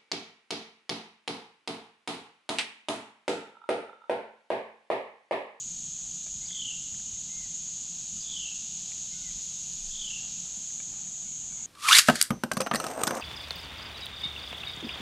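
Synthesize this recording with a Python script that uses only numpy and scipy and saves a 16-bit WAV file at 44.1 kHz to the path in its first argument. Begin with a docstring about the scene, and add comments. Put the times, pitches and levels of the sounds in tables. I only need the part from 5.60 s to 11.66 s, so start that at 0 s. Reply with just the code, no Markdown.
"""A wooded river bank, heard from a drifting kayak. Cicadas drone high in the trees, their tymbal clicks
ringing resonant bodies, while a lower chorus swells and fades. Bubbles plip and the paddle excites the
modes of the hull over a low rumble and a soft wash. A far bird whistles thin arched calls, and a nearer
songbird sings a falling burr of swept chips three times; both reverberate among the trunks."""
import sys
import numpy as np
from scipy import signal
from scipy.fft import rfft, irfft, next_fast_len
from scipy.io import wavfile

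SR = 44100
rng = np.random.default_rng(int(sys.argv[2]) if len(sys.argv) > 2 else 0)


def file_out(sig):
    """Save sig as 16-bit WAV at sys.argv[1]."""
    # one column per channel
    cols = np.atleast_2d(sig).T
    # limit, then scale
    lim = np.clip(cols, -1, 1)
    pcm = np.round(lim * 32767).astype(np.int16)
    wavfile.write(sys.argv[1], SR, pcm)


N = 267246
TIME = np.arange(N) / SR


def amp(db):
    """Amplitude ratio of a level in decibels."""
    return 10 ** (np.asarray(db) / 20)


def unit(x):
    """Normalisation to rms 1."""
    return x / np.sqrt(np.mean(x ** 2) + 1e-20)


def curve(rows):
    """Linear interpolation of (time_s, value) rows at every sample."""
    return np.interp(TIME, *np.transpose(rows))


def read(points, hz):
    """Interpolation of (frequency_hz, value) rows on a log-frequency axis."""
    point_hz, value = np.transpose(points)
    return np.interp(np.log(hz + 1), np.log(point_hz + 1), value)


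def colour(x, spectrum):
    """Spectral shaping: x is filtered by a gain curve and brought to rms 1."""
    size = next_fast_len(N)
    gain = amp(read(spectrum, np.fft.rfftfreq(size, 1 / SR)))
    return unit(irfft(rfft(x, size) * gain, size)[..., :N])


def wander(rate_hz):
    """Random modulation of rms 1: a sum of sines of random phase, none faster than rate_hz."""
    t = np.append(TIME[::128], TIME[-1])
    hz = np.geomspace(rate_hz / 10, rate_hz, num=20)[:, None]
    sines = np.sin(2 * np.pi * (hz * t + rng.random(hz.shape)))
    return unit(np.interp(TIME, t, sines.sum(0)))


def add(mix, start_s, sound):
    """Superposition of a sound on the mix from start_s onward."""
    part = mix[max(round(start_s * SR), 0):][:len(sound)]
    part += sound[:len(part)]


def tymbals(click_hz, jitter, scatter_db, count):
    """Impulse trains: each insect buckles its tymbals at its own pace; leaves scatter them into hiss."""
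    clicks = np.zeros(N)
    for _ in range(count):
        pace_hz = click_hz * rng.uniform(.6, 1.4) * (1 + jitter * wander(60))
        beats = np.diff(np.floor(np.cumsum(pace_hz) / SR), prepend=0)
        clicks += beats * rng.uniform(0.97, 1) * (1 + 0.3 * rng.standard_normal(N))
    return unit(clicks - clicks.mean()) + amp(scatter_db) * rng.standard_normal(N)


def cicada_drone(level_db=-37.5, drift_db=0.19, throb_db=-0.07):
    """Resonance: clicks ring the cicadas' hollow bodies near 6.7 kHz; the level wavers slightly."""
    # response of the bodies: frequency_hz, gain_db
    resonance = [(3500, -44.5), (5300, -34), (5800, -18.5), (6050, -10.5), (6350, -1.5), (6680, 0),
                 (6900, 0.5), (7100, -5.5), (7350, -5.5), (7600, -14), (7950, -14), (8250, -23),
                 (8550, -42.5), (9500, -55), (12000, -82)]
    buzz = colour(tymbals(click_hz=309.5, jitter=.06, scatter_db=1.0, count=6), resonance)
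    return buzz * amp(level_db + drift_db * wander(4) + throb_db * wander(30))


def cicada_chorus(body_db=3.0, fizz_db=-66):
    """Periodic excitation: even clicks leave faint harmonics in a lower chorus that swells and fades."""
    # spectrum of the chorus: frequency_hz, gain_db
    body_spectrum = [(1300, -42), (2000, -31.5), (2450, -16.5), (2750, -13.5), (3400, -9), (3900, -7.5),
                     (4300, -7), (4900, -8), (5600, -5.5), (6200, -6), (7800, -37), (11000, -80)]
    # its swell, before body_db is added: time_s, level_db
    body_swell = [(0, -55), (2.0, -53.5), (3.15, -51), (4.75, -51), (5.15, -55), (6.06, -58.5)]
    # spectrum of the insects' fizzing overtones: frequency_hz, gain_db
    fizz_spectrum = [(6000, -47), (8300, 6.5), (9000, 1.5), (9950, -2.5), (10700, 2), (11400, -6.5),
                     (12400, -11.5), (13100, -10.5), (14050, -16), (14600, -17), (15200, -16), (17000, -40)]
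    # swell of the fizz about fizz_db: time_s, gain_db
    fizz_swell = [(0, -2), (3.1, 0), (3.9, 3), (5.1, 1.4), (5.3, -1.5), (6.06, -2)]
    buzz = tymbals(click_hz=287.0, jitter=.004, scatter_db=4.5, count=2)
    body = colour(buzz, body_spectrum) * amp(curve(body_swell) + body_db + 0.13 * wander(12))
    fizz = colour(tymbals(click_hz=378, jitter=0.099, scatter_db=2, count=6), fizz_spectrum)
    return body + fizz * amp(fizz_db + curve(fizz_swell))


def far_insects(level_db=-60):
    """Incoherent summation: countless insects on the far bank merge into one steady band of noise."""
    # spectrum of their shrill: frequency_hz, gain_db
    shrill = [(2000, -26), (2900, -3.5), (3400, -0.5), (4200, -9), (5500, -30.5)]
    return amp(level_db) * colour(rng.standard_normal(N), shrill)


def river_air(rumble_db=-56.5, surge_db=1.0, air_db=-68, rise_db_per_s=0.43, lap_db=1.12):
    """Amplitude-modulated noise: a far rumble, and a slowly growing wash of leaves and water."""
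    # spectrum of the rumble: frequency_hz, gain_db
    rumble_spectrum = [(10, -7.5), (25, -8.5), (42, -3.5), (56, -0.5), (72, -9), (100, -8), (135, -2.5),
                       (160, -2), (175, 4), (192, -2.5), (225, -3.5), (270, -11), (340, -16.5),
                       (480, -29.5), (900, -42)]
    # spectrum of the wash over the river: frequency_hz, gain_db
    air_spectrum = [(220, -30.5), (380, -6.5), (445, -9), (586, -9), (725, -3), (869, -4.5), (948, -8.5),
                    (1630, -10), (2090, -11), (2500, -7), (3250, -39), (5500, -120)]
    # water washing along the hull: peak_s, length_s, boost_db
    washes = [(3.266, 0.34, 1), (4.794, .5, 2.5), (5.364, 0.2, 4.5), (6.02, 0.31, 3.5)]
    rumble = colour(rng.standard_normal(N), rumble_spectrum) * amp(rumble_db + surge_db * wander(8.3))
    wash_db = sum(db * np.exp(-(2 * (TIME - peak_s) / length_s) ** 2) for peak_s, length_s, db in washes)
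    level_db = air_db + rise_db_per_s * TIME + wash_db + lap_db * wander(17)
    return rumble + colour(rng.standard_normal(N), air_spectrum) * amp(level_db)


def wide_hiss(level_db=-83):
    """Antiphase noise: a faint treble hiss sounds wide because its sign is opposite at the two ears."""
    # spectrum of the hiss: frequency_hz, gain_db
    spectrum = [(3000, -28), (9500, -33), (11500, 10), (14500, 16), (16000, -27)]
    return amp(level_db) * np.array([[1], [-1]]) * colour(rng.standard_normal(N), spectrum)


def ring(hz, db, t60_s, rise_s=0.00096):
    """Damped oscillation: one mode starts softly and decays by 60 dB in t60_s."""
    t = np.arange(SR // 5) / SR
    envelope = np.exp(-np.log(1000) * t / t60_s) * (1 - np.exp(-t / rise_s))
    return amp(db) * envelope * np.sin(2 * np.pi * hz * t)


def drips(per_s=9, floor_db=-60, spread_db=3):
    """Random impacts: water ticks on the roots and the hull, each tick one damped mode."""
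    out = np.zeros(N)
    for when, pitch, size in rng.random((int(per_s * N / SR), 3)):
        level_db = floor_db + spread_db * min(-np.log(1 - size), 2.5)
        add(out, when * N / SR, ring(900 + 1700 * pitch, level_db, t60_s=0.023))
    return out


def kayak():
    """Free and forced vibration: bubbles and the struck hull ring; water pushes dully on the boat."""
    # bubbles: start_s, pitch_hz, level_db, t60_s
    plips = [(0.906, 1760, -47.5, 0.022), (1.345, 1720, -48, 0.012), (1.4, 1610, -45.5, 0.0085),
             (3.318, 2007, -47, 0.03), (4.512, 1750, -47, 0.012), (5.103, 1690, -55, .025),
             (5.472, 1800, -51, 0.019)]
    # paddle strikes: start_s, level_db, tilt_db_per_octave
    knocks = [(0.664, -55, -9.5), (0.679, -59, -8), (3.708, -56, -2), (5.200, -49, -3)]
    # modes of paddle and hull: pitch_hz, gain_db, t60_s
    hull_modes = [(432, -16, 0.03), (620, 2, 0.015), (854, -10, .03), (1270, 0.5, 0.021), (1654, 4, 0.028),
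                  (2325, 10.5, 0.033), (2680, 5, .02)]
    # water nudging the hull: start_s, length_s, level_db, pitch_hz
    nudges = [(0.675, 0.19, -53, 60), (1.3, 0.1, -52.5, 90), (1.49, 0.087, -52, 65), (1.697, .25, -55, 45),
              (2.498, .15, -51.5, 50), (3.6, 0.26, -55, 44.7), (4.052, 0.57, -48, 21.65),
              (5.25, 0.12, -54, 165)]
    out = np.zeros(N)
    for start_s, hz, db, t60_s in plips:
        splash = ring(hz * 1.16, db + 10, t60_s / 2)
        add(out, start_s, ring(hz, db, t60_s) + splash)
    for start_s, db, tilt in knocks:
        for hz, mode_db, t60_s in hull_modes:
            add(out, start_s, ring(hz, db + mode_db + tilt * np.log2(hz / 1500), t60_s))
    for start_s, length_s, db, hz in nudges:
        band = signal.butter(2, [hz / 2, hz * 1.39], "band", fs=SR, output="sos")
        push = unit(signal.sosfilt(band, rng.standard_normal(N)))
        window = np.hanning(round(length_s * SR))
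        add(out, start_s, amp(db) * window * push[-len(window):])
    return out


def whistle(length_s, top_hz, droop_hz_per_s2, break_db, break_s=0.037, quaver=.011, flutter_db=1.5):
    """Parabolic glide: a tone arches, may break at its top, and flutters on its way through the trees."""
    t = np.arange(round(length_s * SR)) / SR - .42 * length_s  # zero at the top of the arch
    pitch_hz = (top_hz - droop_hz_per_s2 * t ** 2) * (1 + quaver * wander(85.3)[:len(t)])
    db = break_db * np.exp(-(t / break_s) ** 2) + flutter_db * wander(44.0)[:len(t)]
    return amp(db) * signal.windows.tukey(len(t), .2) * np.sin(2 * np.pi * np.cumsum(pitch_hz) / SR)


def woods(x, early_db, early_t60_s, echoes_per_s=3000):
    """Reverberation: dense early reflections off trunks and water, then a long tail from the forest."""
    # reverberation time of the forest: frequency_hz, t60_s
    decay_times = [(300, .5), (2000, 1.3), (3000, 1.36), (8000, 0.62)]
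    t = np.arange(SR) / SR
    echoes = rng.choice([-1., 1.], SR) * (rng.random(SR) < echoes_per_s / SR)
    hz, delay_s, spectra = signal.stft(echoes, SR, nperseg=256)
    late = amp(-60 * delay_s / read(decay_times, hz)[:, None])
    early = amp(early_db - 60 * delay_s / early_t60_s)
    onset = np.minimum(t / 0.002, 1) ** 2
    response = signal.istft(spectra * (late + early), SR, nperseg=256)[1][:SR] * onset
    return signal.fftconvolve(x, response / np.linalg.norm(response))[:N]


def far_bird(droop_hz_per_s2=23000, lower_hz=1494, reverb_db=-4):
    """Biphonation: arched whistles from deep in the woods, each over a shorter, lower second voice."""
    # the calls: start_s, length_s, top_hz, level_db, break_gain_db, lower_voice_gain_db
    calls = [(0.805, 0.172, 2190, -61, -8, -11), (1.683, 0.19, 2133, -61, 1.5, -15),
             (3.505, .2, 2190, -59, -9, -7), (5.648, 0.051, 2240, -61, -1, -6),
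             (5.9, 0.046, 2270, -58.5, -2, -9), (5.959, 0.2, 2210, -60, -2, -6)]
    out = np.zeros(N)
    for start_s, length_s, top_hz, db, break_db, lower_db in calls:
        add(out, start_s, amp(db) * whistle(length_s, top_hz, droop_hz_per_s2, break_db))
        lower = whistle(0.487 * length_s, lower_hz, 0.97 * droop_hz_per_s2, break_db=0)
        add(out, start_s + 0.16 * length_s, amp(db + lower_db) * lower)
    return out + amp(reverb_db) * woods(out, early_db=1, early_t60_s=0.3)


def chip(hz, sweep_hz, length_s, bend=0.4):
    """Frequency sweep: a short tone with soft ends climbs ever faster through hz."""
    position = np.linspace(-.5, .5, round(length_s * SR))
    pitch_hz = hz + sweep_hz * (position + bend * position ** 2)
    return signal.windows.tukey(len(position), .8) * np.sin(2 * np.pi * np.cumsum(pitch_hz) / SR)


def trill(top_hz, end_hz, fade_db, count=13, swell_db=11.5, crest=0.49, duty=.82):
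    """Modulated pulse train: chips slow, sink and narrow in sweep under one swell, a little unevenly."""
    first_gap_s, slowing_s, longest_gap_s = .0125, .0024, .03
    first_sweep_hz, last_sweep_hz = 850, 304
    gaps_s = np.minimum(first_gap_s + slowing_s * np.arange(count), longest_gap_s)
    delay_s = np.cumsum(gaps_s) - gaps_s
    progress = delay_s / delay_s[-1]
    stray_s, stray_hz, stray_db = (rng.standard_normal((count, 3)) * [.001, 25.6, 0.5]).T
    sink = np.sin(np.pi * progress / 2) ** 2.61  # the pitch holds, sinks and levels off
    hz = top_hz + (end_hz - top_hz) * sink + stray_hz
    sweep_hz = first_sweep_hz + (last_sweep_hz - first_sweep_hz) * progress ** 3
    rising = np.maximum(1 - progress / crest, 0)
    fading = np.maximum(progress - crest, 0) / (1 - crest)
    db = stray_db - swell_db * rising ** 2 - fade_db * fading ** 3
    return list(zip(delay_s + stray_s, hz, sweep_hz, duty * gaps_s, db))


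def songbird(echo_db=-13, carry_db_per_hz=0.0059):
    """Direct and reflected sound: a high lead-in and a trill, whose higher chips carry further."""
    # the songs: start_s, direct_db, into_trees_db, lead_gain_db, top_hz, end_hz, fade_db
    songs = [(0.887, -34.5, -38, -6, 3360, 2780, 13.5), (2.6326, -38, -38.5, -2.5, 3505, 2665, 7),
             (4.3106, -36.5, -40, -11, 3425, 2730, 7)]
    direct, into_trees = np.zeros(N), np.zeros(N)
    for start_s, direct_db, trees_db, lead_db, top_hz, end_hz, fade_db in songs:
        lead = (-0.024, 4807, 890, .011, lead_db)
        for delay_s, hz, sweep_hz, length_s, db in [lead] + trill(top_hz, end_hz, fade_db):
            sound = chip(hz, sweep_hz, length_s)
            onset_s = start_s + delay_s - length_s / 2
            carry_db = carry_db_per_hz * (min(hz, top_hz) - (top_hz + end_hz) / 2)
            add(direct, onset_s, amp(direct_db + db) * sound)
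            add(into_trees, onset_s, amp(trees_db + db + carry_db) * sound)
    echoes = np.zeros(N)
    for lag_s in rng.uniform(.004, .03, 4):  # single reflections off the nearest trunks
        add(echoes, lag_s, amp(echo_db) * into_trees)
    return direct + echoes + woods(into_trees, early_db=2, early_t60_s=0.23)


def scene():
    """Superposition: all sources add in the centre, and only the treble hiss is spread."""
    cicadas = cicada_drone() + cicada_chorus()
    birds = songbird() + far_bird()
    water = kayak() + drips()
    background = river_air() + wide_hiss() + far_insects()
    return cicadas + birds + water + background


def record(dry, cutoff_hz=15300):
    """Band limiting: a steep linear-phase low-pass removes the highest treble."""
    lowpass = signal.firwin(511, cutoff_hz, window=("kaiser", 9), fs=SR)
    return signal.oaconvolve(dry, lowpass[None], "same")


dry = scene()
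out = record(dry)
file_out(out)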